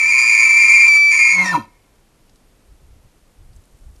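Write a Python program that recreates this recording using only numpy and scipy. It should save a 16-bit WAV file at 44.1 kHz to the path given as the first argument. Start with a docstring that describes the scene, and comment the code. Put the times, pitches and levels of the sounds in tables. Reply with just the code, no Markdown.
"""Open, dry grassland: a bull elk bugles close by. His high whistle beats against two neighbouring
tones while turbulence rasps in his throat. It clears for a moment, turns rough again, then drops into
a short low grunt from the vocal folds and a hoot as the throat closes. Ground, brush and far trees
scatter the call. Afterwards there is only faint air, ticks and rustle in the dry grass and light
wind on the microphone."""
import sys
import numpy as np
from scipy import signal
from scipy.fft import rfft, irfft
from scipy.io import wavfile
from scipy.ndimage import uniform_filter1d, minimum_filter1d

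SR = 44100
rng = np.random.default_rng(int(sys.argv[2]) if len(sys.argv) > 2 else 0)


def file_out(sig):
    """Save sig as 16-bit WAV at sys.argv[1]."""
    # one column per channel
    cols = np.atleast_2d(sig).T
    # limit, then scale
    lim = np.clip(cols, -1, 1)
    pcm = np.round(lim * 32767).astype(np.int16)
    wavfile.write(sys.argv[1], SR, pcm)


N = 176400
TIME = np.arange(N) / SR


def from_db(db):
    """Decibels to gain."""
    return 10 ** (np.asarray(db) / 20)


def rms_one(x):
    """Scale to unit rms."""
    return x / np.sqrt(np.mean(np.abs(x) ** 2) + 1e-20)


def in_time(rows):
    """Each column of a control curve, sample by sample."""
    times_s, *columns = np.transpose(rows)
    return [np.interp(TIME, times_s, column) for column in columns]


def drift(rate_hz):
    """Random wander below the given rate, unit rms."""
    lowpass = signal.butter(2, rate_hz, fs=SR, output="sos")
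    return rms_one(signal.sosfilt(lowpass, rng.standard_normal(N + SR))[SR:])


def phase_of(hz):
    """Running phase of a pitch curve."""
    return 2 * np.pi * np.cumsum(hz) / SR


def resonate(x, hz, width_hz):
    """A resonance applied twice for steep sides, unit peak gain."""
    radius = np.exp(-np.pi * width_hz / SR)
    gain = (1 - radius ** 2) / 2
    section = [gain, 0, -gain, 1, -2 * radius * np.cos(2 * np.pi * hz / SR), radius ** 2]
    return signal.sosfilt([section] * 2, x + 1e-18)


# Each row: time in seconds, relative level of the whistle in dB.
WHISTLE_ENVELOPE = [(0.0, -13), (0.056, -12.5), (0.804, -7), (1.196, -11.5), (1.214, -7.5), (1.354, -12),
                    (1.364, -18), (1.402, -8.5), (1.446, -24), (1.5, -16.5), (1.526, -29), (1.552, -10),
                    (1.566, -15), (1.58, -35)]
# Each row: time in seconds, relative level of the overtones in dB. The rasp follows it too.
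TREBLE_ENVELOPE = [(0.0, -32.5), (0.178, -29), (0.186, -25), (0.664, -27.5), (0.698, -26.5), (0.872, -29),
                   (0.882, -22.5), (1.096, -25.5), (1.18, -27), (1.35, -29.5), (1.376, -34.5),
                   (1.434, -34.5), (1.46, -26.5), (1.6, -54)]
RELEASE_START_S, RELEASE_DB_PER_S = 1.575, 909


def elk(flutter_depth=.15, low_tone_db=-28):
    """The bugle: whistle, rasp and grunt shaped by the airway, then a closing hoot."""
    release_db = RELEASE_DB_PER_S * np.clip(TIME - RELEASE_START_S, 0, 1)
    level_db = in_time(WHISTLE_ENVELOPE)[0] - release_db
    treble_db = in_time(TREBLE_ENVELOPE)[0] - release_db
    tone, beats, roughness = whistle(level_db, treble_db)
    turbulence = rasp(treble_db, beats, roughness)
    low_tone, pulses = grunt()
    flutter = 1 + flutter_depth * np.tanh(low_tone)  # the low voice chops the whistle
    call = tone * flutter + from_db(low_tone_db) * low_tone + throat(turbulence, pulses)
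    return airway(call) + hoot()


# Each row: time in seconds, pitch of the main tone in Hz.
MAIN_PITCH = [(0, 2350), (.06, 2317), (.095, 2422), (.125, 2294), (.43, 2295), (.49, 2334), (.55, 2337),
              (.605, 2391), (.63, 2335), (.685, 2400), (.695, 2330), (.755, 2405), (.765, 2315),
              (.81, 2395), (.84, 2335), (.875, 2400), (.89, 2318), (1.11, 2319), (1.33, 2260), (1.36, 2200),
              (1.41, 2142), (1.438, 2114), (1.452, 1905), (1.48, 1840), (1.52, 1775), (1.527, 1477),
              (1.541, 1335), (1.545, 980), (1.58, 940)]
# Each row: time in seconds, lower and upper tone in dB against the main tone, roughness from 0 to 1.
SIDE_TONES = [(0, -10, -8, 0.85), (.085, -19, -36, 0.87), (.125, -3, -1.5, 0.84), (.25, -14.5, 3, 0.85),
              (.38, -3.5, 0, 0.78), (.45, -10.5, -3.5, .9), (.54, -15.5, -35.5, 0.77),
              (.585, -9.5, -21.5, .8), (.64, -8.5, -9.5, .9), (.82, -5, -15.5, 0.77),
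              (.875, -16, -16.5, 0.96), (.895, -28.5, -39, 0.17), (.96, -29, -38.5, 0.55),
              (.99, -40, -46, 0.069), (1.1, -44.5, -42, 0.2), (1.125, -5, 1, .9), (1.17, -12, -14.5, .8),
              (1.21, 7.5, 10.5, 0.73), (1.33, 5.5, 4, 0.81), (1.365, -24, -30.5, 0.56),
              (1.43, -17.5, -16, 0.64), (1.48, -30, -33, 0.87), (1.56, -27, -32, 0.4)]
LOWER_HZ, UPPER_HZ = 2149.4, 2407
MAIN_JITTER_RAD, LOWER_JITTER_RAD, UPPER_JITTER_RAD = .45, .19, .42  # at full roughness
JITTER_RATE_HZ = 110


def whistle(level_db, treble_db, wander_hz=9, shimmer_depth=.26, beat_ceiling=1.7):
    """Three unsteady tones beat together; their joint wave carries the overtones."""
    main_hz, = in_time(MAIN_PITCH)
    lower_db, upper_db, roughness = in_time(SIDE_TONES)
    tones = [(main_hz, 0, MAIN_JITTER_RAD),
             (LOWER_HZ, lower_db, LOWER_JITTER_RAD),
             (UPPER_HZ, upper_db, UPPER_JITTER_RAD)]
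    wave, power = 0, 0
    for hz, db, jitter_rad in tones:
        phase = phase_of(hz + wander_hz * roughness * drift(rate_hz=25))
        phase += jitter_rad * roughness * drift(JITTER_RATE_HZ)
        wave += from_db(db) * np.exp(1j * phase)
        power += from_db(db) ** 2
    shimmer = 1 + shimmer_depth * roughness * drift(rate_hz=77)
    beats = np.abs(wave) / np.sqrt(power) * shimmer
    beats = np.tanh(beats / beat_ceiling) / np.tanh(1 / beat_ceiling)
    joint_phase = np.unwrap(np.angle(wave))
    fundamental = from_db(level_db + .5) * np.cos(joint_phase)
    treble = from_db(treble_db - 2.5) * overtones(joint_phase, roughness)
    return np.sqrt(2) * beats * (fundamental + treble), beats, roughness


# Each row: multiple of the pitch, relative level in dB when clear, the same when rough.
OVERTONE_MIX = [(.5, -28.5, -47), (1.5, -32.5, -47.5), (2, -19, -25.5), (2.5, -28, -39.5), (3, -36, -16.5),
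                (3.5, -40.5, -41.5), (4, -51, -26.5), (4.5, -36.5, -51.5), (5, -45, -41.5)]


def overtones(phase, roughness, jitter_rad=.15):
    """Whole and half multiples of the whistle, with the joint power of one unit sine."""
    wave, power = 0, 0
    for multiple, clear_db, rough_db in OVERTONE_MIX:
        gain = from_db(clear_db + (rough_db - clear_db) * roughness)
        wave += gain * np.cos(multiple * phase + jitter_rad * roughness * drift(JITTER_RATE_HZ))
        power += gain ** 2
    return wave / np.sqrt(power)


def rasp(treble_db, beats, roughness, gain_db=3, follow_share=.5, pulsed_share=.4):
    """Turbulence in the throat, pulsing with the beats and fading when the whistle clears."""
    effort_db = gain_db + follow_share * (treble_db - treble_db.max())
    pulsing = 1 - pulsed_share + pulsed_share * beats
    return rng.standard_normal(N) * pulsing * roughness * from_db(effort_db)


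# Each row: time in seconds, pitch in Hz, relative level in dB.
GRUNT_CONTOUR = [(1.25, 170, -38), (1.33, 172, -16.5), (1.38, 182, -3), (1.44, 187.5, 0.5), (1.5, 183, -7),
                 (1.53, 172, 2.5), (1.555, 150, 2.5), (1.585, 129.4, -7), (1.61, 105, -12),
                 (1.66, 90, -23.5)]


def grunt(pitch_jitter=.035, noise_share=.6):
    """The vocal folds: a low tone, and uneven pulses with a puff of noise in each cycle."""
    pitch_hz, db = in_time(GRUNT_CONTOUR)
    gain = from_db(db) * (TIME > GRUNT_CONTOUR[0][0]) * (TIME < GRUNT_CONTOUR[-1][0])
    phase = phase_of(pitch_hz * (1 + pitch_jitter * drift(rate_hz=90)))
    cycle_count = np.floor(phase / (2 * np.pi))
    pulses = rms_one(np.diff(cycle_count, prepend=0))
    puffs = rms_one(rng.standard_normal(N) * (1 + np.cos(phase)))
    breathy_pulses = np.sqrt(1 - noise_share) * pulses + np.sqrt(noise_share) * puffs
    return gain * np.cos(phase), gain * breathy_pulses


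# Each row: centre in Hz, width in Hz, relative gain in dB for the rasp, the same for the grunt.
THROAT_RESONANCES = [(179, 41, -72, -60), (317.7, 66, -73.5, -56), (555, 65, -81, -56.5),
                     (744.4, 130, -76, -57), (990, 100, -58.5, -46), (1039.4, 58, -56, -62),
                     (1284, 44, -53.5, -55), (1442, 80, -66, -57), (1809, 46, -51, -59),
                     (1900, 140, -60, -68.5), (2371, 320, -53, -62), (2610, 150, -50.5, -57.5),
                     (3214, 67, -73.5, -63), (4000, 380, -83, -65.5), (4446, 650, -65.5, -84),
                     (5900, 500, -65, -78), (7196, 1200, -70, -84), (8610, 2200, -74.5, -84.5),
                     (11560, 900, -80.5, -82)]


def throat(turbulence, pulses):
    """Resonances of throat and mouth, driven in parallel by rasp and fold pulses."""
    voiced = 0
    for hz, width_hz, rasp_db, grunt_db in THROAT_RESONANCES:
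        drive = from_db(rasp_db) * turbulence + from_db(grunt_db) * pulses
        voiced += resonate(drive, hz, width_hz)
    return np.sqrt(SR / 2) * voiced  # scales unit white noise to unit power per Hz


# Each row: centre in Hz, width in Hz, gain in dB.
AIRWAY_BANDS = [(460, 110, -11), (1194, 80, -10), (1656, 270, -39), (1777, 66, 9), (2853, 200, -38),
                (2962, 160, -26), (3420, 140, -14), (3730, 70, 7), (3790, 220, -15), (4804, 43, 14),
                (5350, 110, -10.5), (5320, 180, 8.5), (5970, 130, 6), (6200, 200, -11), (6676, 170, 11.5),
                (7230, 58, 5), (7300, 350, -1.5), (9017, 385, 7.5), (11034, 600, -4)]


def airway(call):
    """Narrow peaks and hollows of the airway in series, each in two equal stages."""
    for hz, width_hz, db in AIRWAY_BANDS:
        b, a = signal.iirpeak(hz, hz / width_hz, fs=SR)
        for _ in range(2):
            call = call + (from_db(db / 2) - 1) * signal.lfilter(b, a, call)
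    return call


def hoot(start_s=1.572, start_hz=329, sag_hz_per_s=4000, db=-17.5, attack_s=.0047, t60_s=.14):
    """The whistle's lowest step as the throat closes: a tone that swells quickly, sags and dies."""
    age_s = np.clip(TIME - start_s, 0, None)
    pitch_hz = np.maximum(start_hz - sag_hz_per_s * age_s, start_hz * 2 / 3)
    envelope = np.minimum(age_s / attack_s, 1) * from_db(db - 60 * age_s / t60_s)
    return envelope * np.sin(phase_of(pitch_hz) + MAIN_JITTER_RAD * drift(JITTER_RATE_HZ))


def scatter(call, db, t60_s, delay_s=.012):
    """Diffuse reflections that die away."""
    tail = rng.standard_normal(N) * from_db(-60 * TIME / t60_s) * (TIME > delay_s)
    return from_db(db) * signal.fftconvolve(call, rms_one(tail) / np.sqrt(N))[:N]


# Each row: start in seconds, length in seconds, level in dB.
WIND_PUFFS = [(0.028, 0.12, -48.5), (.5, 0.43, -52.5), (1.054, .55, -57.5), (2.68, .08, -49),
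              (2.813, 0.2, -46), (3.031, 0.052, -43.5), (3.377, 0.232, -42.5), (3.73, 0.028, -42),
              (3.807, .14, -42.5), (3.959, 0.055, -50)]


def wind(band_hz=(20, 128), edge_s=.018):
    """Puffs of wind on the microphone: low, lumpy noise."""
    gain = 0
    for start_s, length_s, db in WIND_PUFFS:
        inside_s = np.minimum(TIME - start_s, start_s + length_s - TIME)
        gain += from_db(db) * np.clip(inside_s / edge_s + .5, 0, 1)
    bandpass = signal.butter(2, band_hz, "band", fs=SR, output="sos")
    return gain * rms_one(signal.sosfilt(bandpass, drift(rate_hz=65)))


# Each row: start in seconds, centre in Hz, level in dB.
GRASS_TICKS = [(1.955, 6000, -60.5), (2.295, 4280, -54), (2.358, 4930, -53.5), (3.533, 3825, -56),
               (3.563, 8100, -51.5), (3.638, 4100, -57), (3.962, 5220, -55)]


def grass_ticks(width_hz=4600, t60_s=.029):
    """Each tick is a short burst of noise around the pitch of its dry stalk."""
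    noise = rng.standard_normal(N)
    ticks = 0
    for start_s, hz, db in GRASS_TICKS:
        age_s = np.clip(TIME - start_s, 0, 1)
        envelope = (TIME > start_s) * from_db(db - 60 * age_s / t60_s)
        ticks += envelope * rms_one(resonate(noise, hz, width_hz))
    return ticks


# Each row: time in seconds, level in dB.
RUSTLE_ENVELOPE = [(2.1, -80.5), (2.3, -76), (3.2, -77.5), (3.55, -70), (4, -69)]


def rustle(flicker_db=4):
    """A light gust brushes dry blades together: a faint, flickering treble."""
    db, = in_time(RUSTLE_ENVELOPE)
    brushing = rng.standard_normal(N) * from_db(flicker_db * drift(rate_hz=120))
    return from_db(db) * rms_one(resonate(brushing, hz=8000, width_hz=7000))


# Each row: frequency in Hz, relative spectral density in dB.
AIR_SPECTRUM = [(15, -28.5), (25, -5), (79, -19.5), (269, -23), (388, -25), (918, -32), (1590, -36.5),
                (2170, -37.5), (2970, -39), (3390, -40), (12800, -44), (16700, -75.5), (22000, -120)]


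def air(level_db=-54.5):
    """Steady, faint outdoor hush."""
    hz, db = np.transpose(AIR_SPECTRUM)
    bin_hz = np.arange(N // 2 + 1) * SR / N
    shape_db = np.interp(np.log(bin_hz + 1), np.log(hz), db)
    spectrum = rfft(rng.standard_normal(N)) * from_db(shape_db)
    return from_db(level_db) * rms_one(irfft(spectrum, N))


def scene():
    """The call and its reflections over the quiet grassland, in mono."""
    call = elk()
    ground_and_brush = scatter(call, db=-20, t60_s=.28)
    far_trees = scatter(call, db=-42.5, t60_s=1.4)
    return (call + ground_and_brush + far_trees + air() + wind() + grass_ticks() + rustle())[None]


def record(dry, ceiling=.93, window_s=.003, cutoff_hz=12900):
    """A fast limiter holds the loudest beats under full scale; a steep low-pass cuts the top."""
    window = int(window_s * SR)
    needed_gain = ceiling / np.maximum(np.abs(dry), ceiling)
    gain = uniform_filter1d(minimum_filter1d(needed_gain, window), window)
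    lowpass = signal.ellip(10, .1, 80, cutoff_hz, fs=SR, output="sos")
    return signal.sosfilt(lowpass, gain * dry)


dry = scene()
out = record(dry)
file_out(out)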